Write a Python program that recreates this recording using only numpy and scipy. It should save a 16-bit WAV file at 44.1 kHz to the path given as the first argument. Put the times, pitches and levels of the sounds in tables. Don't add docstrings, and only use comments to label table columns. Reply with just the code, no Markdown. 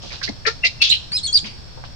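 import sys
import numpy as np
from scipy import signal
from scipy.fft import rfft, irfft
from scipy.io import wavfile

SR = 44100
rng = np.random.default_rng(int(sys.argv[2]) if len(sys.argv) > 2 else 0)


def master_out(mix):
    frames = np.transpose(np.atleast_2d(mix))
    ceiling = np.clip(frames, -1, 1)
    pcm = np.round(ceiling * 32767).astype(np.int16)
    wavfile.write(sys.argv[1], SR, pcm)


N = 85995


def undb(db):
    return 10 ** (np.asarray(db) / 20)


def unit(x):
    return x / np.sqrt(np.mean(x ** 2))


def times():
    return np.arange(N) / SR


def noise():
    return rng.standard_normal((2, N))


def freqs():
    return np.maximum(np.arange(N // 2 + 1) * SR / N, 1)


def band(x, hz, width_hz):
    f = freqs()
    detuning = (f * f - hz * hz) / (f * width_hz)
    return irfft(rfft(x) / np.sqrt(1 + detuning ** 6), N)


def colour(x, points):
    hz, db = np.array(points).T
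    gain = undb(np.interp(np.log(freqs()), np.log(hz), db))
    return irfft(rfft(x) * gain, N)


def wobble(rate_hz):
    return unit(irfft(rfft(noise()) * np.exp(-(freqs() / rate_hz) ** 2), N))


def envelope(start, hold, fade):
    attack_s = 0.004
    t = times() - start
    return np.clip(t / attack_s, 0, 1) * np.exp(-np.maximum(t - hold, 0) / fade)


def pan(db):
    return unit(undb(np.array([[db], [-db]]) / 2))


def yelps():
    # (start [s], hold [s], fade time constant [s], pitch [Hz], throat resonance [Hz],
    # throat width [Hz], throat level [dB], chest level [dB], roughness [0-1], left over right [dB])
    yelp_rows = [(0.103, 0.019, 0.015, 601.5, 2240, 900, -39.5, -56.5, 0.87, -13),
                 (.212, 0.0065, 0.02, 531, 1544, 780, -30, -49.5, 0.75, -12),
                 (.275, 0.011, 0.004, 680, 1910, 500, -27, -38.5, 0.59, -3),
                 (0.451, 0.034, 0.0075, 620, 1840, 930, -20.5, -36.5, 0.92, 16.5),
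                 (0.468, 0.015, 0.014, 452.6, 1510, 643, -18.5, -24.5, 0.3, -1.5),
                 (.637, .022, 0.0089, 689.7, 2263, 740, -14.5, -38, 0.62, 2),
                 (.816, 0.03, 0.051, 883, 3180, 1094, -16.5, -56.5, 0.74, 0.5),
                 (0.917, 0.019, .014, 1000, 2960, 1010, -15, -66, 0.69, 0)]
    jitter, jitter_rate_hz = 0.09, 500
    sag_per_s = 0.53
    air_share = 0.91
    chest_hz, chest_width_hz = 462, 315
    out, t = 0, times()
    for start, hold, fade, hz, throat_hz, width, db, chest_db, rough, side in yelp_rows:
        unrest = jitter * rough * wobble(jitter_rate_hz)
        sag = sag_per_s * np.clip(t - start - hold, -hold, hold)
        pitch = hz * (1 + unrest - sag)
        cycle = np.cumsum(pitch, axis=1) / SR % 1
        pulses = unit(np.diff(cycle, prepend=0))
        air = air_share * rough * noise() * unit(1 - cycle)
        source = pulses + air
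        throat = undb(db) * unit(band(source, throat_hz, width))
        chest = undb(chest_db) * unit(band(source, chest_hz, chest_width_hz))
        out = out + (throat + chest) * envelope(start, hold, fade) * pan(side)
    return out


def rasps():
    # (start [s], hold [s], fade time constant [s], lower edge [Hz], level [dB], left over right [dB])
    rasp_rows = [(0.119, 0.012, 0.04, 2800, -31.5, -3.5), (0.227, 0.022, 0.021, 3600, -24.5, -3.5),
                 (.286, 0.0079, 0.0037, 3700, -27.5, 2.5), (0.463, 0.016, 0.016, 3700, -18, -0.5),
                 (0.643, .032, 0.0049, 3000, -18.5, 0.5), (0.814, 0.025, 0.046, 3200, -17, 0),
                 (0.928, .024, 0.016, 3500, -37, -2)]
    # (frequency [Hz], relative gain [dB])
    mouth = [(300, -14.5), (1500, -4), (2600, 1), (3400, -1.5), (4400, 5), (5400, -2.5), (6200, -11),
             (8000, -29.5), (9800, -48), (15000, -47.5)]
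    burst_rate_hz, burst_depth_db = 490, 4
    out = 0
    for start, hold, fade, edge_hz, db, side in rasp_rows:
        turbulence = noise() * undb(burst_depth_db * wobble(burst_rate_hz))
        voiced = colour(turbulence, mouth)
        high_pass = signal.butter(3, edge_hz, "high", fs=SR, output="sos")
        bright = unit(signal.sosfilt(high_pass, voiced))
        out = out + undb(db) * bright * envelope(start, hold, fade) * pan(side)
    return out


def squeals():
    # (time [s], pitch [Hz], level [dB], octave level [dB], roughness [0-1])
    curves = [
        [(.623, 2764, -48, -70, 0.09), (.635, 2697, -34, -67, 0), (.638, 2737, -16, -45, 0.02),
         (.655, 2739, -22.5, -38, 0.14), (.664, 2660, -35, -46.5, 0.62)],
        [(.803, 2700, -48, -63, 0.32), (.814, 2700, -23.5, -60, 0.31), (.818, 2697, -17, -38, 0.3),
         (.827, 2686, -11.5, -43, 0.54), (.836, 2690, -25.5, -50.5, .7)],
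        [(.8165, 4500, -25, -31.5, .2), (.820, 4343, -10.5, -40.5, 0), (.827, 4380, -15.5, -41.5, 0.42),
         (.832, 4040, -25, -44.5, 1)],
        [(.895, 3288, -19, -8.5, .1), (.900, 3646, -19, -33, .1), (.903, 3856, -6, -28, 0.15),
         (.908, 4402, -32, -39, .4), (.916, 4156, -7, -47, 0.14), (.928, 3895, -17, -49, 0.07),
         (.955, 4060, -26, -64.5, 0.76)],
        [(1.118, 4170, -21, -44, 0.14), (1.125, 4540, -29, -44, 0.3), (1.131, 4573, -21, -48.5, 0.19),
         (1.150, 4990, -21.5, -41, 0.08), (1.163, 5123, -18.5, -42, 0.19), (1.171, 5010, -20.5, -49.5, 0)],
        [(1.166, 4200, -20, -39, 0.25), (1.182, 4050, -21.5, -35, 0.42), (1.195, 3520, -32.5, -39.5, 0.6),
         (1.206, 3240, -35, -43, 0.4)],
        [(1.231, 4426, -26.5, -40.5, 0.22), (1.242, 4280, -23, -34, 0.25), (1.255, 4470, -22.5, -36.5, 0),
         (1.264, 4284, -21, -31.5, 0.04), (1.272, 3420, -30, -27, 0.28), (1.285, 3297, -25, -32.5, .15),
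         (1.305, 3317, -30.5, -39, 0), (1.317, 3404, -45, -44.5, 0.17)],
        [(1.327, 4195, -22, -25, 0.13), (1.336, 4490, -16.5, -34.5, 0), (1.340, 4810, -23, -49, 0.09),
         (1.344, 5070, -16, -48, 0.13), (1.355, 4733, -8, -40, .06), (1.371, 4569, -12, -41, 0.13),
         (1.378, 4300, -12.5, -31, 0.65), (1.386, 3744, -29, -43, 0.62), (1.396, 3290, -25, -26.5, 0.64)],
    ]
    # (left over right [dB], lag of the left side [s],
    # half-pitch lines relative to the tone [dB])
    traits = [(0, -0.0022, -43), (-1.5, -0.0054, -45), (5, 0.0014, -35), (-4, .009, -32.5),
              (1.5, -0.001, -19.5), (-2.5, .0005, -47), (1, 0.0011, -30.5), (-1, -.003, -48)]
    edge_s = 0.0027
    jitter, jitter_hz = 0.0812, 870
    own_jitter = 0.4546
    flutter_hz, flutter_db = 330, 1.3
    third_db = -30
    air_db, air_hz = -14, 1410
    octave_blur = 0.54
    out, t = 0, times()
    for curve, (side, lag, half_db) in zip(curves, traits):
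        at, *columns = np.array(curve).T
        heard = np.array([t - lag, t])
        hz, db, octave_db, rough = (np.interp(heard, at, column) for column in columns)
        unrest = wobble(jitter_hz)[0] + own_jitter * wobble(jitter_hz)
        pitch = hz * (1 + jitter * rough * unrest)
        phase = 2 * np.pi * np.cumsum(pitch, axis=1) / SR
        halves = undb(half_db) * (np.sin(phase / 2) + np.sin(phase + phase / 2) / 2)
        skirt = wobble(air_hz) * np.sin(phase) + wobble(air_hz) * np.cos(phase)
        air = undb(air_db) * np.sqrt(np.abs(rough)) * skirt
        octave = 2 * phase + octave_blur * wobble(jitter_hz)
        upper = np.sin(octave) + undb(third_db) * np.sin(phase + octave)
        gate = np.clip(np.minimum(heard - at[0], at[-1] - heard) / edge_s, 0, 1)
        tone = np.sqrt(2) * (undb(db) * (np.sin(phase) + halves + air) + undb(octave_db) * upper)
        flutter = undb(flutter_db * wobble(flutter_hz))
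        out = out + tone * gate * flutter * pan(side)
    return out


def ground(grain_db=3, grain_hz=600):
    # (start [s], hold [s], fade time constant [s], centre [Hz], width [Hz], level [dB])
    scuffles = [(0.031, 0.03, 0.013, 150, 760, -37.5), (0.018, .07, 0.15, 3860, 3100, -39.5),
                (.287, 0.014, 0.0026, 262, 114, -26), (.287, 0.016, 0.0027, 580, 400, -34),
                (1.11, 0.018, 0.0087, 187, 39, -40.5), (1.115, 0.014, 0.013, 1900, 2200, -38.5),
                (.113, .03, 0.025, 730, 1700, -41), (1.427, 0.014, 0.027, 203, 170, -33),
                (1.441, 0.015, 0.043, 2540, 1200, -35.5), (1.455, 0.011, 0.014, 3930, 2800, -30.5),
                (1.448, 0.0084, 0.017, 1050, 1100, -41), (1.772, 0.019, 0.0068, 630, 700, -41),
                (1.834, 0.0096, 0.0027, 1000, 1400, -37.5), (1.842, 0.013, 0.014, 3500, 2400, -41.5)]
    # (time [s], level [dB])
    snaps = [(.129, -21.5), (.2375, -34.5), (.243, -39), (.253, -20), (.290, -34)]
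    snap_hz, snap_width_hz, snap_fade_s = 4400, 1300, 0.00069
    litter_top_hz = 7200
    out, t = 0, times()
    for start, hold, fade, hz, width, db in scuffles:
        grains = noise() * undb(grain_db * wobble(grain_hz))
        out = out + undb(db) * unit(band(grains, hz, width)) * envelope(start, hold, fade)
    cracks = 0
    for at, db in snaps:
        cracks = cracks + undb(db) * (t >= at) * np.exp(-np.abs(t - at) / snap_fade_s)
    out = out + cracks * unit(band(noise(), snap_hz, snap_width_hz))
    low_pass = signal.butter(4, litter_top_hz, fs=SR, output="sos")
    return signal.sosfilt(low_pass, out)


def scatter(delay, fade):
    t = times()
    decay = (t > delay) * np.exp(-np.abs(t - delay) / fade)
    return unit(noise() * decay) / np.sqrt(N)


def surroundings(x):
    # (frequency [Hz], gain [dB])
    forest_colour = [(200, -7.5), (1500, -17), (2800, -2), (4700, 1), (6200, 4), (10000, -2)]
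    near_db, near_fade_s = -7.5, 0.015
    echo_db, echo_s, echo_fade_s = -21, 0.039, 0.0066
    forest_db, forest_t60_s = -17.5, 0.57
    echo = undb(echo_db) * scatter(echo_s, echo_fade_s)
    trees = undb(forest_db) * scatter(0.01, forest_t60_s / np.log(1000))
    near = undb(near_db) * scatter(0.002, near_fade_s)
    response = near + colour(echo + trees, forest_colour)
    return x + signal.fftconvolve(x, response[:, :N // 2], axes=1)[:, :N]


def background():
    # (frequency [Hz], relative density [dB per Hz])
    rumble_colour = [(20, -2.5), (33, -4.5), (48, -1), (75, -0.5), (125, -3), (180, -12), (260, -21.5),
                     (500, -54)]
    # (centre [Hz], width [Hz], level [dB])
    hiss_bands = [(4440, 290, -52.5), (5443, 450, -52)]
    # (frequency [Hz], relative density [dB per Hz])
    air_colour = [(150, -25), (250, -6), (385, -9.5), (658, -9), (1360, -15), (1530, -12.5), (2130, -19),
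                  (2360, -15.5), (3010, -18.5), (3330, -13), (4550, -17), (4960, -11), (5410, -10),
                  (5790, -24.5), (8040, -28), (9070, -36), (15500, -48.5)]
    rumble_db, rumble_side = -38.5, 0.84
    air_db = -45
    mid, side = colour(noise(), rumble_colour)
    stereo = np.array([mid + rumble_side * side, mid - rumble_side * side])
    rumble = undb(rumble_db) * unit(stereo)
    hiss = sum(undb(db) * unit(band(noise(), hz, width)) for hz, width, db in hiss_bands)
    air = undb(air_db) * unit(colour(noise(), air_colour))
    return rumble + hiss + air


def scene():
    sources = yelps() + rasps() + squeals() + ground()
    return surroundings(sources) + background()


def record(dry):
    # (frequency [Hz], gain [dB])
    treble = [(8800, 0), (10800, -5), (15000, -2)]
    overload, top_hz = 0.9, 15760
    clipped = np.clip(dry, -overload, overload)
    dull = colour(clipped, treble)
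    low_pass = signal.ellip(10, 0.2, 80, top_hz, fs=SR, output="sos")
    return signal.sosfilt(low_pass, dull)


dry = scene()
out = record(dry)
master_out(out)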